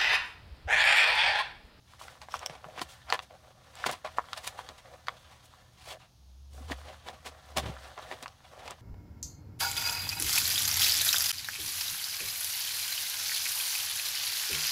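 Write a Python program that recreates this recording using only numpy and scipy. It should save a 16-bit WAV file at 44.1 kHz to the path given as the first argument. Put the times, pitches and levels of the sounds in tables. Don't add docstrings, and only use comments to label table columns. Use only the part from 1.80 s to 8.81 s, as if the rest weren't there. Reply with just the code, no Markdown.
import sys
import numpy as np
from scipy import signal
from scipy.fft import rfft, irfft, next_fast_len
from scipy.io import wavfile
from scipy.ndimage import uniform_filter1d

SR = 44100
rng = np.random.default_rng(int(sys.argv[2]) if len(sys.argv) > 2 else 0)


def to_wav(sig):
    pcm = np.clip(np.atleast_2d(sig), -1, 1) * 32767
    pcm = np.round(pcm).astype(np.int16)
    wavfile.write(sys.argv[1], SR, pcm.T)


N = 309141
TIME = np.arange(N) / SR

# [t/s, flex level/dB, flex f/Hz, crack level/dB]
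SNAPS = [(0.1353, -49.5, 1150, -52), (0.2136, -39, 1030, -63), (.2818, -41, 1470, -43),
         (0.4164, -48, 935, -45), (0.4855, -42.5, 860, -47), (0.5408, -26.5, 1150, -33.5),
         (0.6306, -41, 930, -44), (0.6613, -41.5, 690, -44), (.6971, -40, 691, -42), (.843, -41, 1150, -46),
         (.977, -38.5, 980, -41), (.9936, -38, 1560, -37.5), (1.0159, -33.5, 1050, -32),
         (1.0187, -30, 1000, -34.5), (1.3017, -32.5, 1380, -30), (1.3245, -19.5, 970, -20),
         (1.3375, -45, 910, -38.5), (1.344, -26, 1050, -29.5), (1.3914, -32, 1070, -33),
         (1.5085, -46.5, 680, -55), (1.954, -52, 1410, -47), (2.0407, -27.5, 1380, -30),
         (2.0629, -26, 820, -27), (2.066, -29, 1490, -33), (2.0944, -29.5, 1220, -34),
         (2.1394, -40.5, 1100, -42), (2.275, -39, 1050, -44.5), (2.3843, -19, 1080, -28),
         (2.441, -48.5, 1220, -53.5), (2.4863, -45.5, 1190, -47.5), (2.5313, -32, 1350, -31),
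         (2.6749, -38, 1060, -32), (2.7909, -32.5, 990, -38.5), (2.8891, -42, 1080, -39.5),
         (3.2701, -46, 1570, -44), (3.2836, -27.5, 1140, -28), (3.7377, -49.5, 1050, -66),
         (4.8999, -38.5, 900, -47.5), (4.9197, -35, 1930, -36.5), (5.2856, -39.5, 780, -38),
         (5.7729, -36.5, 875, -29.5), (5.7827, -27.5, 890, -30), (6.1775, -38, 1100, -42),
         (6.1942, -44.5, 1095, -51.5), (6.3136, -34, 790, -36), (6.325, -39, 965, -41.5),
         (6.4265, -47.5, 1560, -41), (6.4592, -36.5, 1140, -39), (6.4796, -47.5, 1210, -44.5),
         (6.8779, -44.5, 2420, -42), (6.908, -44.5, 1178, -39.5)]
# [f/Hz, width/Hz, level/dB]
BOX = [(565, 55, -3), (645, 70, 0), (735, 90, -5), (1125, 120, -14)]
# [f/Hz, relative density level/dB]
PAPER = [(60, -37.5), (130, -9.5), (230, -10.5), (400, -6), (620, 0.5), (1000, 1), (1400, -4.5), (2600, -5),
         (3300, -5), (5500, -13), (7500, -18), (10400, -21.5), (12300, -29.5), (15500, -31)]
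# [f/Hz, relative density level/dB]
HISS = [(3000, -16), (5500, -4), (7800, 4.5), (10000, 2), (12500, -6), (14500, -1), (16000, -10)]


def undb(db):
    return 10 ** (np.asarray(db) / 20)


def unit(x):
    return x / np.sqrt(np.mean(x ** 2) + 1e-20)


def add(out, s, x):
    i = max(int(s * SR), 0)
    out[i:i + len(x)] += x[:max(len(out) - i, 0)]


def colour(x, points, tilt_db=0, bass_db=0, ripple_db=0, band=(0, SR)):
    size = next_fast_len(len(x) + 1024)
    hz = np.maximum(np.fft.rfftfreq(size, 1 / SR), 1)
    knots, db = np.transpose(points)
    db = np.interp(np.log(hz), np.log(knots), db)
    db += tilt_db * np.log2(np.clip(hz / 1500, 1, 9))
    db += bass_db / (1 + (hz / 430) ** 4)
    db += ripple_db * np.interp(hz, np.geomspace(700, 16000, 28), rng.standard_normal(28))
    gain = undb(db)
    in_band = (hz >= band[0]) * (hz < band[1])
    gain = gain / np.sqrt(np.mean(gain ** 2 * in_band))
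    return irfft(rfft(x, size) * gain, size)[:len(x)]


def walk(rate):
    knots = rng.standard_normal(int(N / SR * rate) + 2)
    return unit(np.interp(TIME * rate, np.arange(len(knots)), knots))


def ring(x, modes):
    return sum(undb(db) * signal.lfilter(*signal.iirpeak(hz, hz / width, SR), x) for hz, width, db in modes)


def friction(rate, spread_db, share, flutter_db):
    sizes = undb(spread_db * np.minimum(rng.exponential(size=N), 5))
    slips = (rng.random(N) < rate / SR) * sizes * rng.choice([-1, 1], N)
    share = np.clip(share, 0, 1)
    grain = np.sqrt(share) * unit(slips) + np.sqrt(1 - share) * rng.standard_normal(N)
    return unit(grain * undb(flutter_db * walk(170)))


def effort_db():
    # [t/s, rubbing level/dB]
    effort_points = [(0.0, -73), (0.11, -70.5), (0.25, -63), (0.49, -61), (0.6, -54.5), (0.78, -63),
                     (1.27, -57), (1.48, -68), (1.79, -65), (2.18, -63.5), (2.36, -62), (2.68, -57),
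                     (2.97, -61), (3.18, -59.5), (3.81, -66), (4.04, -69.5), (4.33, -73), (4.76, -72.5),
                     (4.92, -54), (5.11, -59.5), (5.54, -62.5), (5.78, -59.5), (5.9, -55), (6.33, -58.5),
                     (6.5, -62.5), (7.01, -67.5)]
    return np.interp(TIME, *np.transpose(effort_points))


def drags():
    # [start t/s, length/s, level/dB]
    drag_table = [(0.207, 0.078, -49), (0.598, .2, -57), (0.823, .15, -48), (1.26, .16, -53),
                  (1.498, 0.073, -48), (1.621, 0.11, -54), (1.75, 0.15, -61), (2.367, 0.068, -52),
                  (2.723, .22, -53), (3.041, 0.13, -54.5), (3.264, .11, -54.5), (4.063, 0.12, -46.5),
                  (4.73, .17, -56), (5.03, .11, -51), (5.248, 0.11, -49.5), (5.512, 0.096, -51.5),
                  (5.81, .16, -47.5), (6.039, 0.12, -51.5), (6.221, 0.14, -46), (6.378, 0.14, -51.5),
                  (6.708, .21, -47)]
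    attack_s, release_s = 0.018, 0.028
    pressure = np.zeros(N)
    for s, length, db in drag_table:
        settling = (TIME - s) / attack_s
        lifting = (s + length - TIME) / release_s
        pressure += undb(db) * np.clip(np.minimum(settling, lifting), 0, 1)
    return pressure


def handling(rub_db=1, ring_db=-5, drag_db=-4.0, hiss_db=-9.5, grip_db=3, rest_db=-73, uneven_db=2.5):
    # [f/Hz, relative density level/dB]
    rub_spectrum = [(100, -15), (250, -7.5), (400, -14), (540, -0.5), (800, -2.5), (1100, -0.5), (1700, -3),
                    (2500, -7), (3500, -4.5), (6500, -13.5), (7400, -25.5), (15000, -36)]
    above_rest = np.maximum(undb(effort_db()) ** 2 - undb(rest_db) ** 2, 0)
    effort = np.sqrt(above_rest) * undb(uneven_db * walk(13))
    grain = friction(rate=1500, spread_db=3.0, share=0.3, flutter_db=2.5) * undb(1.0 * walk(35))
    sheets = [colour(np.roll(grain, k * SR), rub_spectrum, ripple_db=2, band=(900, 6000)) for k in range(4)]
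    contact = undb(6.0 * np.array([walk(9.8) for _ in sheets]))
    faces = np.sum(contact * sheets, axis=0) / np.linalg.norm(contact, axis=0)
    hollow = unit(sum(undb(grip_db * walk(14)) * ring(grain, [mode]) for mode in BOX))
    fibres = colour(friction(rate=4000, spread_db=1.0, share=.2, flutter_db=1.5), HISS)
    steady = undb(rub_db) * faces + undb(ring_db) * hollow + undb(hiss_db) * fibres
    return effort * steady + undb(drag_db) * drags() * hollow


def slides(gain_db=0, ripple_db=1.0, sharp=1.49, hiss_db=-19, hiss_per_tilt=1.5):
    # [t of top speed/s, rise/s, fall/s, level/dB, treble tilt/(dB per octave), bass level/dB]
    slide_table = [(.11, .06, 0.15, -64, 2.5, -27), (.228, .04, 0.079, -55, 5, -7),
                   (.42, .01, 0.041, -48.5, 0, -7), (.55, 0.029, 0.029, -44.5, 1, 6),
                   (.63, 0.033, 0.028, -42, -4, -14), (.71, 0.022, 0.12, -49, -1.5, 1),
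                   (0.989, 0.038, 0.024, -42, -1.5, 2), (1.018, 0.0077, 0.028, -43.5, 5.5, 11),
                   (1.11, 0.037, 0.068, -54, 5, -3.5), (1.304, .028, 0.01, -36, -6, -19.5),
                   (1.342, 0.015, 0.023, -32, -2.5, -9.5), (1.43, 0.011, 0.019, -52.5, 3.5, 5),
                   (2.04, 0.11, 0.042, -45, 0, -14), (2.065, 0.0063, .018, -33, 3, 9),
                   (2.096, 0.014, 0.017, -27.5, -3.5, 2), (2.115, .004, .005, -46, 8.5, 15),
                   (2.127, .009, 0.012, -37, 3.5, 6), (2.14, .013, 0.063, -48, 0, 8),
                   (2.25, 0.0065, 0.042, -36, -3.5, -11), (2.372, .009, 0.016, -53.5, 1, -13),
                   (2.393, 0.011, 0.021, -36, -14, -10), (2.581, 0.023, 0.022, -41, 1.5, -25.5),
                   (2.676, 0.058, 0.03, -43.5, 4, -4), (2.792, 0.021, 0.028, -46, 1.5, -5),
                   (2.892, 0.0088, 0.052, -50.5, -6, 13.5), (2.986, 0.022, 0.032, -51.5, 1.5, -15),
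                   (3.52, .05, 0.14, -60, 2, -3), (3.655, .029, 0.036, -69, 8.5, -2),
                   (4.124, 0.15, 0.031, -48, 3, -20), (4.21, 0.026, 0.085, -57.5, -.5, -15),
                   (4.745, 0.048, 0.21, -63.5, 6.5, 22), (4.92, 0.041, .024, -41, 1, 12),
                   (5.085, 0.059, 0.099, -51, -1, 6), (5.29, 0.057, .028, -44.5, -0.4, 8.5),
                   (5.343, 0.02, 0.019, -54, .5, 12), (5.463, 0.018, 0.041, -42.5, 3, 5),
                   (5.774, 0.01, 0.006, -27, 1.5, 14), (5.783, 0.0066, 0.025, -31, 2.5, 8),
                   (5.874, 0.11, 0.056, -43, -0.5, 19.5), (6.05, 0.055, 0.071, -55.5, 0.5, -5),
                   (6.179, .01, 0.025, -40, -15, -8), (6.322, .05, 0.041, -43, -0.5, 8.5),
                   (6.428, 0.0057, 0.024, -42, 1.5, 11), (6.65, 0.027, 0.045, -56.5, -1.8, -18),
                   (6.8, 0.03, .025, -54.5, 1, -4.5), (6.875, 0.057, .033, -45.5, -1.1, -2),
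                   (6.908, .01, 0.042, -42.5, -3.5, 5.5)]
    out, grain = np.zeros(N), friction(rate=2500, spread_db=1.0, share=0.43, flutter_db=2.5)
    fibres = colour(rng.standard_normal(N), HISS)
    for s, rise, fall, db, tilt, bass in slide_table:
        span = (TIME >= s - 2 * rise) & (TIME < s + 2 * fall)
        t = TIME[span] - s
        speed = np.exp(-np.abs(1.7 * t / np.where(t < 0, rise, fall)) ** sharp)
        swish = colour(grain[span] * speed, PAPER, tilt, bass, ripple_db, band=(600, 2500))
        hiss = undb(hiss_db + hiss_per_tilt * tilt) * speed * fibres[span]
        add(out, s - 2 * rise, undb(db + gain_db) * (swish + hiss))
    return out


def scrapes(lead_s=0.018, lead_db=-25, tilt_db=1):
    grip = np.zeros(N)
    for s, flex_level, _, crack_level in SNAPS:
        level = undb(max(flex_level, crack_level) + lead_db)
        grip += level * np.exp(-((TIME - s) / lead_s + .5) ** 2 * 4)
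    grain = friction(rate=940, spread_db=3.0, share=.4, flutter_db=-2)
    return grip * colour(grain, PAPER, tilt_db)


def flex(t, hz, rise_s, cut_hz=430):
    wave = t * np.exp(-t / rise_s) * np.sin(2 * np.pi * hz * t)
    return signal.sosfilt(signal.butter(2, cut_hz, "high", fs=SR, output="sos"), wave)


def snaps(rise_s=0.00061, crack_s=0.00054, after_db=-19, after_s=0.0037, skirt_db=8, flex_db=0, crack_db=0,
          count=20, stray_db=8, stray_hz=1100):
    # [f/Hz, relative density level/dB]
    crack_points = [(200, -34), (450, -19.5), (600, -3), (1500, 5.5), (4000, 0), (9000, -9.5), (15500, -18)]
    centre_hz, octaves_per_db = 2754, 0.29
    out, t = np.zeros(N), np.arange(SR // 20) / SR
    blow = t < .004
    knots, crack_spectrum = np.transpose(crack_points)
    burst = np.sqrt(t / crack_s) * np.exp(-t / crack_s / 2)
    chatter = undb(after_db) * np.exp(-t / after_s)
    shape = burst + chatter
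    faint = effort_db() + stray_db
    busy = undb(faint) ** 2
    strays = [(TIME[i], faint[i], stray_hz * 2 ** (rng.random() - .5), faint[i] - 4)
              for i in rng.choice(N, count, p=busy / busy.sum())]
    for s, flex_level, flex_hz, crack_level in SNAPS + strays:
        whip = flex(t, flex_hz, rise_s)
        crack_hz = centre_hz * 2 ** (octaves_per_db * (crack_level - flex_level))
        hz = np.sort(np.append(knots, crack_hz))
        db = np.interp(hz, knots, crack_spectrum) - skirt_db * np.abs(np.log2(hz / crack_hz))
        crack = colour(rng.standard_normal(len(t)) * shape, np.column_stack([hz, db]))
        add(out, s, undb(flex_level + flex_db) * whip / whip[blow].std())
        add(out, s, undb(crack_level + crack_db) * crack / crack[blow].std())
    return out


def crinkles(rubbing, count=1100, centre_hz=3100, spread_octaves=0.7, spread_db=3.0, size_db=-5.5, cycles=0.76):
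    out, t = np.zeros(N), np.arange(SR // 100) / SR
    force = np.sqrt(np.abs(uniform_filter1d(rubbing ** 2, SR // 50)))
    for when, size, pitch in rng.random((count, 3)):
        octaves = spread_octaves * np.sqrt(12) * (pitch - .5)
        hz = min(centre_hz * 2 ** octaves, SR / 3)
        tick = t * np.exp(-t * hz / cycles) * np.sin(2 * np.pi * hz * t)
        db = size_db - spread_db * np.log(max(size, .02)) - octaves
        add(out, when * N / SR, force[int(when * N)] * undb(db) * tick / np.abs(tick).max())
    return out


def scratches(gain_db=0):
    # [t/s, level/dB, swell/s]
    scratch_table = [(.503, -53, 0.009), (0.5212, -40, 0.00042), (0.536, -47.5, 0.0072),
                     (0.551, -47, 0.0014), (0.567, -39, .0005), (0.5925, -34, 0.00043),
                     (0.657, -44, 0.0011), (.661, -22.5, 0.00038), (0.662, -26, 0.00039),
                     (.692, -54, 0.0054)]
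    # [f/Hz, width/Hz, level/dB]
    edge_modes = [(3200, 510, 0.5), (5440, 500, 3), (7700, 340, -12)]
    drag, t = np.zeros(N), np.arange(SR // 8) / SR
    for s, db, swell in scratch_table:
        add(drag, s, undb(db + gain_db) * t / swell * np.exp(1 - t / swell))
    grain = rng.standard_normal(N)
    return ring(grain * drag, edge_modes) / ring(grain, edge_modes).std()


def booms():
    # [t/s, f/Hz, level/dB, swell/s]
    boom_table = [(0.6602, 540, -50, 0.0052), (.697, 156, -43, 0.0056), (0.86, 166, -45.5, 0.0053),
                  (1.013, 322, -36.5, 0.0044), (1.02, 157, -63, 0.007), (1.326, 501, -33, .003),
                  (2.2465, 628, -28.5, 0.0034), (4.804, 249, -45.5, 0.0054), (4.908, 294, -32.5, 0.0046),
                  (5.767, 71, -50, 0.013), (5.77, 227, -35.5, 0.003), (5.846, 112, -37.5, 0.015),
                  (5.866, 174, -36, 0.0043), (5.882, 330, -43, 0.0049), (5.893, 167, -31, 0.0046),
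                  (6.326, 400, -42, .005)]
    out, t = np.zeros(N), np.arange(SR // 4) / SR
    for s, hz, db, swell in boom_table:
        add(out, s, undb(db) * t / swell * np.exp(1 - t / swell) * np.sin(2 * np.pi * hz * t))
    return out


def desk(paper, level_db=-62.5, follow=0.35):
    # [f/Hz, width/Hz, level/dB]
    desk_modes = [(71, 30, 0)]
    rumble = unit(ring(ring(rng.standard_normal(N), desk_modes), desk_modes))
    work = uniform_filter1d(np.abs(paper), SR // 6)
    return undb(level_db) * rumble * unit(np.abs(work) ** follow)


def room(x, near_db=-12, near_t60=0.072, tail_db=-19, tail_t60=0.18):
    t = np.arange(SR // 2) / SR
    response = np.zeros(len(t))
    for db, t60 in ((near_db, near_t60), (tail_db, tail_t60)):
        scatter = colour(rng.standard_normal(len(t)), [(100, -16.0), (600, -1.0), (1200, -2), (4000, -4.5), (15000, -2)])
        scatter = scatter * undb(-60 * t / t60) * (t > .002)
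        response += undb(db) * scatter / np.sqrt(2 * np.sum(scatter ** 2))
    add(response, .0079, undb(-10) * np.hanning(9) / 4)
    return x + signal.fftconvolve(x, response)[:N]


def background(drone_db=-1, waver=0.034, hum_db=-71, mains_hz=120, room_tone_db=-63):
    # [t/s, level/dB]
    drone_swells = [(4.3, -71), (4.526, -50), (4.932, -43), (5.418, -64), (5.464, -54), (5.66, -62),
                    (5.788, -39.5), (6.062, -55.5), (6.15, -77.5)]
    # [t/s, f/Hz]
    drone_pitch = [(4.5, 65.2), (4.9, 71.3), (5.3, 74.1), (5.8, 71.2), (6.05, 64.5)]
    # [f/Hz, relative density level/dB]
    hush_spectrum = [(20, -17), (35, -4.5), (55, -4), (120, 0.5), (200, -10.5), (300, -14.5), (450, -22),
                     (740, -18), (2000, -30), (3700, -22), (6700, -23.5), (7300, -35), (9500, -31),
                     (15500, -37)]
    hz = np.interp(TIME, *np.transpose(drone_pitch)) * (1 + waver * walk(25))
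    drone = unit(np.sin(2 * np.pi * np.cumsum(hz) / SR) * undb(1.3 * walk(17)))
    swell_db = np.interp(TIME, *np.transpose(drone_swells), left=-np.inf, right=-np.inf)
    drone = drone * undb(swell_db + drone_db)
    hum = unit(np.sin(2 * np.pi * mains_hz * TIME) * undb(3.2 * walk(33)))
    hush = colour(rng.standard_normal(N), hush_spectrum)
    return drone + undb(hum_db) * hum + undb(room_tone_db) * hush


def scene():
    sliding, rubbing = slides(), handling()
    flicks = sliding + scrapes() + snaps() + crinkles(sliding + rubbing)
    paper = flicks + undb(-7) * ring(flicks, BOX) + rubbing + scratches() + booms()
    return (undb(-1.86) * room(paper) + desk(paper) + background())[None]


def record(dry, top_hz=15800):
    dry = signal.sosfilt(signal.butter(2, 28, "high", fs=SR, output="sos"), dry)
    return signal.sosfilt(signal.ellip(10, .2, 70, top_hz, fs=SR, output="sos"), dry)


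dry = scene()
out = record(dry)
to_wav(out)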